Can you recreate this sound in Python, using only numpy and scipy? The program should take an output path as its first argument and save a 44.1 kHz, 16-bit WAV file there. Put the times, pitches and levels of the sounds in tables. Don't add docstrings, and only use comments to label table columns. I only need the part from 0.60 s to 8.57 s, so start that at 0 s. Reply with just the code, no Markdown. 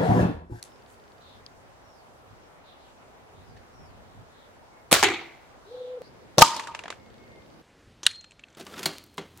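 import sys
import numpy as np
from scipy import signal
from scipy.fft import rfft, irfft, next_fast_len
from scipy.io import wavfile

SR = 44100
rng = np.random.default_rng(int(sys.argv[2]) if len(sys.argv) > 2 else 0)


def materialize(psi):
    bounded = np.clip(np.atleast_2d(psi).T, -1, 1)
    quanta = np.round(bounded * 32767).astype(np.int16)
    wavfile.write(sys.argv[1], SR, quanta)


N = 351503

PLACE_EDGES = [0, 5.4194, 7.017, 8]
# pitch_hz [Hz], likeness [0 unrelated to 1 same]
NEAR_LIKENESS = [(60, 0.27), (180, 1), (550, 0.44), (1650, 0.85), (4970, 0.18), (15000, 0.57)]


def from_db(db):
    return 10 ** (np.asarray(db) / 20)


def rms_one(x):
    return x / np.sqrt(np.mean(x ** 2) + 1e-20)


def at_hz(points, hz):
    table = np.array(points)
    return np.interp(np.log(hz), np.log(table[:, 0]), table[:, 1])


def place_at(s):
    return np.searchsorted(PLACE_EDGES, s) - 1


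def drift(rate, size):
    knot_rate = 400
    knots = rng.standard_normal(int(size / SR * knot_rate) + 400)
    r = np.exp(-2 * np.pi * rate / knot_rate)
    smooth = signal.lfilter([1], [1, -2 * r, r * r], knots)
    slow = rms_one(smooth[398:])
    return np.interp(np.arange(size) / SR * knot_rate, np.arange(len(slow)), slow)


def add(out, s, x):
    i = round(s * SR)
    out[..., i:i + x.shape[-1]] += x[..., :N - i]


def noise(size, colour, alike, shape=None):
    long = next_fast_len(size)
    hz = np.maximum(np.arange(long // 2 + 1) * SR / long, 1)
    likeness = np.clip(at_hz(alike, hz), -1, 1)
    mid, side = rfft(rng.standard_normal((2, long))) * from_db(at_hz(colour, hz))
    pair = np.sqrt(1 + likeness) * mid + np.sqrt(1 - likeness) * side * [[1], [-1]]
    pair = pair / np.sqrt(np.mean(irfft(pair, long) ** 2))
    if shape is None:
        return irfft(pair, long)[:, :size]
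    total = np.zeros((2, size))
    for centre_hz in 20 * 2 ** np.arange(0, 10.5, .5):
        octaves_away = abs(np.log2(np.maximum(hz, 20) / centre_hz))
        band = pair * np.clip(1 - 2 * octaves_away, 0, 1)
        total += irfft(band, long)[:, :size] * shape(centre_hz)
    return total


def dying(hz, t60, phase=0):
    t = np.arange(int(t60 * SR) + 2) / SR
    return np.sin(2 * np.pi * hz * t + phase) * from_db(-60 * t / t60)


def blows(rows, colours, wall_db=-30, wall_t60=.06):
    out = np.zeros((2, N))
    t = np.arange(int(.3 * SR)) / SR
    for s, level_db, t60, ring_hz, ring_db, *tilt_db in rows:
        rise = .05 * t60
        shape = np.minimum(t / rise, 1) * from_db(-60 * np.maximum(t - rise, 0) / t60)
        colour = np.array(colours[place_at(s)], float)
        colour[:, 1] += sum(tilt_db) * np.maximum(np.log2(colour[:, 0] / 3300), 0)
        burst = noise(len(t), colour, NEAR_LIKENESS)
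        ring_colour = [(.4 * ring_hz, -70), (.75 * ring_hz, -18), (ring_hz, 0),
                       (1.3 * ring_hz, -18), (2.2 * ring_hz, -70)]
        cluster = noise(len(t), ring_colour, NEAR_LIKENESS)
        rough = np.clip(ring_hz / 1400 - .55, 0, .8)
        ring = rough * cluster - (1 - rough) * np.sin(2 * np.pi * ring_hz * t)
        wall = from_db(level_db + wall_db - 60 * t / wall_t60) * np.minimum(t / .0035, 1)
        direct = shape * (from_db(level_db - 2) * burst + from_db(ring_db) * ring)
        add(out, s, direct + wall * burst[::-1, ::-1])
    return out


def town_hum():
    hum_levels = [-52.5, -51.5, -58]
    # pitch_hz [Hz], level_db [dB per Hz]
    hum_colours = [
        [(18, -35), (30, -5.5), (90, -7), (203, -12.5), (264, -10), (294, -12.5), (424, -9), (565, -9),
         (816, -8.5), (1380, -15), (3450, -27), (6140, -31), (15800, -43.5)],
        [(15, -44.5), (25, -18), (64, -2), (96, -4), (486, -3.5), (1550, -15), (2140, -17), (2590, -21.5),
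         (4440, -24), (15800, -41.5)],
        [(18, -30), (30, -1), (232, -9.5), (301, -8.5), (372, -10.5), (1210, -17.5), (1660, -18.5), (3280, -23),
         (8200, -33.5), (14600, -48), (15800, -63)],
    ]
    # pitch_hz [Hz], likeness [-1 to 1]
    hum_likeness = [
        [(60, -0.022), (380, 0.38), (2380, -0.23), (15000, -0.15)],
        [(60, 0.34), (380, 0.34), (2380, -0.13), (15000, -0.22)],
    ]
    # middle_s [s], depth_db [dB], half_length_s [s]
    hum_dip = (7.66, 4, .2)
    out = np.zeros((2, N))
    likeness = hum_likeness + [[(1, 1)]]
    for start, end, level_db, colour, alike in zip(PLACE_EDGES, PLACE_EDGES[1:], hum_levels, hum_colours, likeness):
        size = round(end * SR) - round(start * SR)
        patchy = noise(size, colour, alike, lambda hz: from_db(1.2 * drift(6.6, size)))
        add(out, start, from_db(level_db) * patchy)
    middle, depth_db, half = hum_dip
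    dip = np.exp(-((np.arange(N) / SR - middle) / half) ** 2)
    return out * from_db(-depth_db * dip)


def wind():
    # peak_s [s], level_db [dB], half_length_s [s]
    gusts = [(.9, -67, .4), (1.728, -55, .04), (2.8, -54, 0.052), (2.942, -50, 0.063), (3.22, -50.5, 0.064),
             (3.4, -54, .1), (3.594, -50, .05), (5.55, -61, 0.11), (6.598, -59, 0.22), (7.349, -57, .15)]
    t = np.arange(N) / SR
    strength = from_db(-69)
    for s, level_db, half in gusts:
        strength = strength + from_db(level_db) * np.exp(-((t - s) / half) ** 2)
    colour = [(20, -14), (50, -3.5), (78, -7.0), (97, 2.5), (125, -6.5), (250, -13), (500, -30.5), (2000, -85.5)]
    rumble = noise(N, colour, [(1, .0013)])
    lumps_db = 2.3 * np.array([drift(11, N), drift(14, N)])
    return rumble * strength * from_db(lumps_db)


def motor():
    # count_start_s [s], heard_from_s [s], heard_until_s [s]
    motor_runs = [(.0395, .07, .63), (6.279, 6.35, 7.01)]
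    group_pauses = (.0633, .0567)
    # pitch_hz [Hz], level_db [dB], t60_s [s]
    tick_modes = [(3600, -5, 0.012), (4500, -4, 0.011), (3950, -8, 0.0088), (3150, -10, .014)]
    tick_gap_s, motor_db = .04, -52.5
    out = np.zeros(N)
    gaps = np.concatenate([[tick_gap_s] * 3 + [pause] for pause in group_pauses * 3])
    for start, heard, until in motor_runs:
        times = start + np.cumsum(gaps)
        for s in times[(times > heard) & (times < until)]:
            uneven_db = rng.normal(0, 2.2, len(tick_modes))
            for (hz, level_db, t60), own_db in zip(tick_modes, uneven_db):
                add(out, s, from_db(motor_db + level_db + own_db) * dying(hz, t60))
    return out


def birds():
    # start_s [s], song [name], length_s [s], level_db [dB rms over half a second]
    bird_calls = [(.08, "level", 0.12, -69), (0.6, "trill", .2, -58.5), (1.24, "whistle", 0.13, -66.5),
                  (1.323, "fall", .12, -69), (1.81, "whistle", 0.088, -72), (2.038, "trill", .13, -58.5),
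                  (2.175, "low trill", .15, -63), (2.738, "rise", .13, -67), (2.835, "fall", 0.17, -70),
                  (3.132, "whistle", 0.15, -66.5), (3.22, "fall", .11, -71), (3.706, "trill", .19, -63),
                  (4.109, "droop", .17, -67), (5.045, "trill", .32, -59), (5.417, "high rise", .075, -59.5),
                  (6.36, "pipe", 0.15, -67), (6.575, "pipe", .12, -64), (6.645, "long pipe", .165, -57)]
    songs = {"trill": (3950, 3450, 520), "low trill": (4100, 3100, 850), "whistle": (5620, 5420, 120),
             "fall": (5300, 4300, 300), "level": (5360, 5150, 150), "rise": (3500, 3900, 400),
             "high rise": (4300, 4700, 450), "pipe": (2185, 2160, 8), "long pipe": (2165, 2115, 8, 1.5),
             "droop": (2220, 2100, 42)}
    out, size = np.zeros((2, N)), int(.5 * SR)
    for s, song, length, level_db in bird_calls:
        first_hz, last_hz, blur_hz, *late = songs[song]
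        progress = np.arange(size) / SR / length
        along = np.minimum(progress, 1)
        swell = np.sin(np.pi * along ** np.prod(late)) ** .51
        tail = signal.lfilter([8e-4], [1, 9e-4 - 1], swell) * .7
        shape = np.maximum(swell, tail)
        glide_hz = first_hz + (last_hz - first_hz) * along
        turn = np.exp(2j * np.pi * np.cumsum(glide_hz) / SR)
        r = np.exp(-2 * np.pi * blur_hz / SR)
        white = rng.standard_normal((2, 2 * size)) + 1j * rng.standard_normal((2, 2 * size))
        blur = signal.lfilter([1], [1, -2 * r, r * r], white)[:, size:]
        blur = blur / np.sqrt(np.mean(abs(blur) ** 2))
        blur = blur + 6 / blur_hz
        add(out, s, from_db(level_db) * shape * rms_one((blur * turn).real))
    return out


def dove():
    # start_s [s], swell_s [s], hold_s [s], level_db [dB rms],
    # pitch lost at no effort sag_hz [Hz]
    coos = [(5.051, .09, .232, -37, 150), (5.4, .018, .1, -33, 20)]
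    coo_hz, faint_db, release_s, grows_db_per_s = 502, 28, .035, 8
    catch_first_s, catch_gap_s, catch_half_s = 5.102, .0327, .008
    catch_db, catch_fade_s = 13, .22
    t, out = np.arange(N) / SR, 0
    since = t - catch_first_s + catch_gap_s / 2
    off = since % catch_gap_s - catch_gap_s / 2
    easing = np.maximum(since, 0) / catch_fade_s
    dips_db = catch_db * np.exp(-easing - (off / catch_half_s) ** 2) * (since > 0)
    for s, swell, hold, level_db, sag_hz in coos:
        end = s + swell + hold + release_s
        effort = np.clip(np.minimum((t - s) / swell, (end - t) / release_s), 0, 1)
        slack = 1 - effort
        hz = coo_hz - sag_hz * slack ** 1.31 + 5 * drift(15, N)
        effort_db = grows_db_per_s * np.clip(t - s, 0, 1) - faint_db * slack ** 1.4
        gain = from_db(level_db + effort_db - dips_db + 1.5 * drift(25, N))
        gain = gain * np.minimum(8 * effort, 1)
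        out = out + np.sqrt(2) * gain * np.sin(2 * np.pi * np.cumsum(hz) / SR)
    out = out * (t < PLACE_EDGES[1])
    return out * from_db([[.5], [-.5]])


def rustle():
    # start_s [s], length_s [s], level_db before the swell [dB rms]
    brush = (.265, .11, -65)
    # pitch_hz [Hz], level_db [dB per Hz]
    brush_colour = [(4500, -25), (6800, 0), (10000, -4), (15000, -15)]
    out = np.zeros((2, N))
    s, length, level_db = brush
    size = int(length * SR)
    swell = np.sin(np.pi * np.arange(size) / size)
    add(out, s, from_db(level_db) * swell * noise(size, brush_colour, NEAR_LIKENESS))
    return out


def handling():
    # start_s [s], level_db [dB], t60_s [s], ring_hz [Hz], ring_db [dB], treble tilt_db [dB per octave]
    clicks = [(.0270, -29, .013, 4270, -35.5, 2), (.0382, -41, .015, 6300, -46, 2),
              (.042, -51, .17, 9000, -62, -1), (.863, -52, .014, 4680, -38, -6),
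              (.8635, -58, 0.021, 3400, -43, -10), (2.964, -57, .05, 1800, -51, -14),
              (2.972, -56, .04, 2900, -58, -10)]
    # pitch_hz [Hz], level_db [dB per Hz]
    click_colours = [
        [(1500, -13), (3000, -2.5), (7000, 0.5), (11000, -2), (15900, -29)],
    ]
    return blows(clicks, click_colours)


def chips():
    # start_s [s], level_db [dB], ring_hz [Hz], ring level against level_db [dB],
    # treble tilt_db [dB per octave]
    landings = [(5.9639, -26, 934, -6, 8), (5.9958, -23, 1140, -3, 1), (6.0715, -30, 1800, -2, 2.5),
                (6.1482, -26, 2500, -3, -0.5), (6.1907, -29, 2600, 0, -1), (6.237, -33, 1500, -8, -2),
                (6.2415, -42, 680, 9, -8), (6.2561, -35, 690, 2.5, -7), (6.258, -42, 1600, 5, -8),
                (6.2801, -31, 1540, -6, -6), (6.3025, -24.5, 1520, -6, 0), (6.324, -38, 692, -1, -8),
                (6.325, -44, 1550, 6, -8), (7.512, -36, 2750, 3, 11), (7.555, -50, 4900, 0, 4),
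                (7.6091, -42, 6400, -5, 5), (7.642, -39, 1420, -6, 0), (7.709, -48, 2600, -4, 14),
                (7.7178, -46, 2690, -3, 1), (7.794, -44, 2610, 3, -1), (7.837, -45, 2720, 8, -6),
                (7.884, -50.5, 1463, -3.5, -4), (7.9015, -61, 6200, 2, 3), (7.9265, -59, 6300, 2, -3),
                (7.9482, -47, 1380, -5, 2)]
    # pitch_hz [Hz], level_db [dB per Hz]
    chip_colours = [None, [(180, -34), (300, -7.5), (545, -1.5), (2680, -3), (5200, -12.5), (7120, -12),
                    (10100, -23.5), (15800, -52)], [(530, -45), (900, -15), (1320, -13.5), (3930, -5.5),
                    (5240, -21), (7420, -10.5), (15800, -76)]]
    chip_echo_levels = [None, -16.5, -25]
    out = np.zeros((2, N))
    for s, level_db, ring_hz, under_db, tilt_db in landings:
        row = (s, level_db, .022, ring_hz, level_db + under_db, tilt_db)
        out += blows([row], chip_colours, chip_echo_levels[place_at(s)], wall_t60=.17)
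    return out


def echoes():
    # (pitch_hz [Hz], t60_s [s])
    echo_rows = [((4.335, -15.5), [(35, -44), (60, -7.5), (152, -18), (270, -13), (416, -2), (694, -5.5),
                 (897, -9.5), (1130, -5), (2180, -11), (4380, -10.5), (8810, -14.5), (15800, -27.5)],
                 [(200, 0.22), (450, .22), (2000, 0.4), (12000, 0.22)]), ((4.398, -36), [(1200, -30),
                 (3000, 0), (7000, -3), (15800, -14)], [(3000, .3), (12000, .16)]), ((4.440, -19),
                 [(59, -52.5), (100, -27.5), (265, -16), (405, -7), (605, -27.5), (748, -10), (1070, -16),
                 (1240, -13.5), (1570, -16.5), (2160, -11.5), (4340, -18.5), (4930, -29.5), (6910, -22.5),
                 (14200, -51.5), (15800, -85)], [(100, .5), (400, 0.46), (1000, 0.45), (2200, 0.45),
                 (4500, 0.41), (12000, .2)]), ((4.428, -27.5), [(1400, -45), (2050, 3), (2400, 0),
                 (3500, -45)], [(2000, 0.63), (2500, 0.6)]), ((4.445, -45), [(500, -30), (1500, -3),
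                 (4500, -6), (9000, -25)], [(1500, 1.3), (6000, .9)]), ((4.612, -41.5), [(420, -50),
                 (750, 2), (950, 4), (1700, -52)], [(700, 0.33), (1000, 0.2)]), ((5.790, -20), [(35, -33.5),
                 (60, -10), (603, -0.5), (2180, -23), (2680, -16), (3020, -13.5), (5530, -13.5),
                 (11900, -22.5), (15800, -35)], [(200, 0.16), (700, .2), (2000, 0.49), (12000, .2)]),
                 ((5.830, -24.5), [(59, -58.5), (100, -24.5), (295, -15.5), (490, -26), (605, -14.5),
                 (797, -24), (905, -4), (1190, -12.5), (1570, -22.5), (1940, -20.5), (4720, -13),
                 (8360, -22.5), (15800, -47)], [(200, 0.46), (1000, 1), (4000, 0.54), (12000, 0.47)]),
                 ((7.470, -36.5), [(240, -62), (400, -34), (675, -24), (1830, -8.5), (2140, -16),
                 (2780, -10), (3900, -3), (4080, -2), (5220, -15.5), (9080, -16), (15800, -50)],
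                 [(500, 0.27), (3000, 0.35), (12000, 0.23)])]
    out, t = np.zeros((2, N)), np.arange(SR) / SR
    for (s, level_db), colour, decay in echo_rows:
        crackle_db = 1.5 * drift(120, SR)

        def fade(hz):
            uneven_db = 2.5 * drift(35, SR)
            fall_db = -60 * t / at_hz(decay, hz)
            return np.minimum(t / .0026, 1) * from_db(crackle_db + uneven_db + fall_db)

        add(out, s, from_db(level_db) * noise(SR, colour, NEAR_LIKENESS, fade))
    return out


def ringing():
    # start_s [s], body [name], struck_db [dB]
    knocks = [(4.39, "table", -36.5), (4.429, "rack", -26), (5.8205, "punched board", 17.5),
              (5.8197, "board", -19.5), (5.889, "board", -36), (5.916, "board", -34), (6.085, "board", -40),
              (7.4658, "steel", -39)]
    bodies = {"table": [(94, -1.5, 0.47)], "rack": [(411, 3, .2), (386, 0, .3), (336, 1, .5)],
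              "punched board": [(912, 0, .022), (1226, -7, .035)], "board": [(925, 6, .16), (1232, 5, .11),
              (890, -16, .8), (1135, -12.5, .4), (988, -7, 0.36)], "steel": [(4192, -7, .6),
              (4215, -1, 0.56)]}
    out = np.zeros(N)
    for s, body, struck_db in knocks:
        for hz, level_db, t60 in bodies[body]:
            ring = dying(hz, t60)
            t = np.arange(len(ring)) / SR
            ring = ring * np.minimum(t / (.02 * t60), 1)
            flutter_db = 4.5 * np.minimum(t / .07, 1) * drift(30, len(ring))
            add(out, s, -from_db(struck_db + level_db + flutter_db) * ring)
    return out


def strikes():
    # start_s [s], level_db [dB], t60_s [s], ring_hz [Hz], ring_db [dB],
    # treble tilt_db if any [dB per octave]
    strike_rows = [(4.4275, -5.5, 0.02, 1960, -14), (4.4345, -7.5, 0.021, 1890, -9.5, 4),
                   (4.4410, -13, 0.03, 794, -21, 2), (4.4862, -24, .015, 800, -26),
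                   (4.502, -29, .015, 2100, -30), (5.8178, -9.5, 0.011, 10990, -16),
                   (5.8195, 10, 0.014, 400.4, -1), (5.8233, 10, .011, 7175, 1.5),
                   (7.4650, 1, .014, 3520, -6.5), (7.4652, -18, .012, 9130, -9),
                   (7.4700, -17, 0.014, 1560, -20)]
    # pitch_hz [Hz], level_db [dB per Hz]
    strike_colours = [
        [(59, -45), (100, -13), (631, -14), (831, 0), (1600, -6), (2020, -7), (8020, -16.5), (15800, -42)],
        [(35, -44.5), (60, -12), (446, -11), (1060, 0), (1640, -12), (2250, -6), (7150, -12), (15800, -28.5)],
        [(180, -66), (300, -29), (1250, -21), (1550, -13), (2510, -7), (3490, 3), (5200, -9.5), (6240, -8),
         (9440, -18.5), (15800, -60)],
    ]
    return blows(strike_rows, strike_colours)


def rifle():
    # start_s [s], level_db [dB], t60_s [s], ring_hz [Hz], ring_db [dB]
    rifle_rows = [(4.3125, -15, .05, 1170, -15.5), (4.3195, -6.5, 0.01, 940, -14),
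                  (4.3253, -6.5, .0071, 515, -4.5), (4.3268, 0, .02, 7940, -11),
                  (4.3392, -13, .03, 2450, -16.5), (5.7740, -42, .04, 505, -30),
                  (5.7795, -45, .045, 150, -14), (5.7809, -22, 0.024, 518, -6.5),
                  (5.7828, 3, 0.0047, 4000, -1), (5.7866, -8.5, 0.007, 726, -1.5),
                  (5.7888, -13.5, .025, 5735, -9.5), (5.7935, -14, 0.026, 500, -15.5),
                  (5.8085, -11, .062, 596, -17.5), (5.8120, -15, .048, 5565, -23),
                  (7.4315, -26, 0.02, 6170, -33.5), (7.4358, -35, .03, 6100, -30),
                  (7.4410, -39.5, 0.048, 3470, -50), (7.4525, -36.5, .053, 3300, -39)]
    # pitch_hz [Hz], level_db [dB per Hz]
    rifle_colours = [
        [(35, -38.5), (60, -12), (260, -11), (694, -0.5), (856, -9), (3810, -10), (5400, -16), (10100, -10.5),
         (15800, -28)],
        [(35, -40), (60, -11), (836, -4), (1940, -17.5), (2230, -29), (2680, -13), (5660, -11.5),
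         (15800, -31.5)],
        [(180, -48), (300, -4.5), (1740, -10), (2160, -16), (3380, -3.5), (5200, -15), (6140, -5),
         (15800, -42.5)],
    ]
    return blows(rifle_rows, rifle_colours)


def scene():
    background = wind() + motor() + birds() + dove()
    shots = rifle() + strikes() + ringing() + echoes() + chips()
    pair = background + rustle() + handling() + shots
    single = np.arange(N) / SR >= PLACE_EDGES[2]
    return np.where(single, pair.mean(axis=0), pair) + town_hum()


def record(dry):
    overload, cutoff_hz = .92, 15900
    clipped = dry / (1 + abs(dry / overload) ** 6) ** (1 / 6)
    bass_cut = signal.butter(1, 45, "high", fs=SR, output="sos")
    top_cut = signal.ellip(10, .3, 70, cutoff_hz, fs=SR, output="sos")
    return signal.sosfilt(top_cut, signal.sosfilt(bass_cut, clipped))


dry = scene()
out = record(dry)
materialize(out)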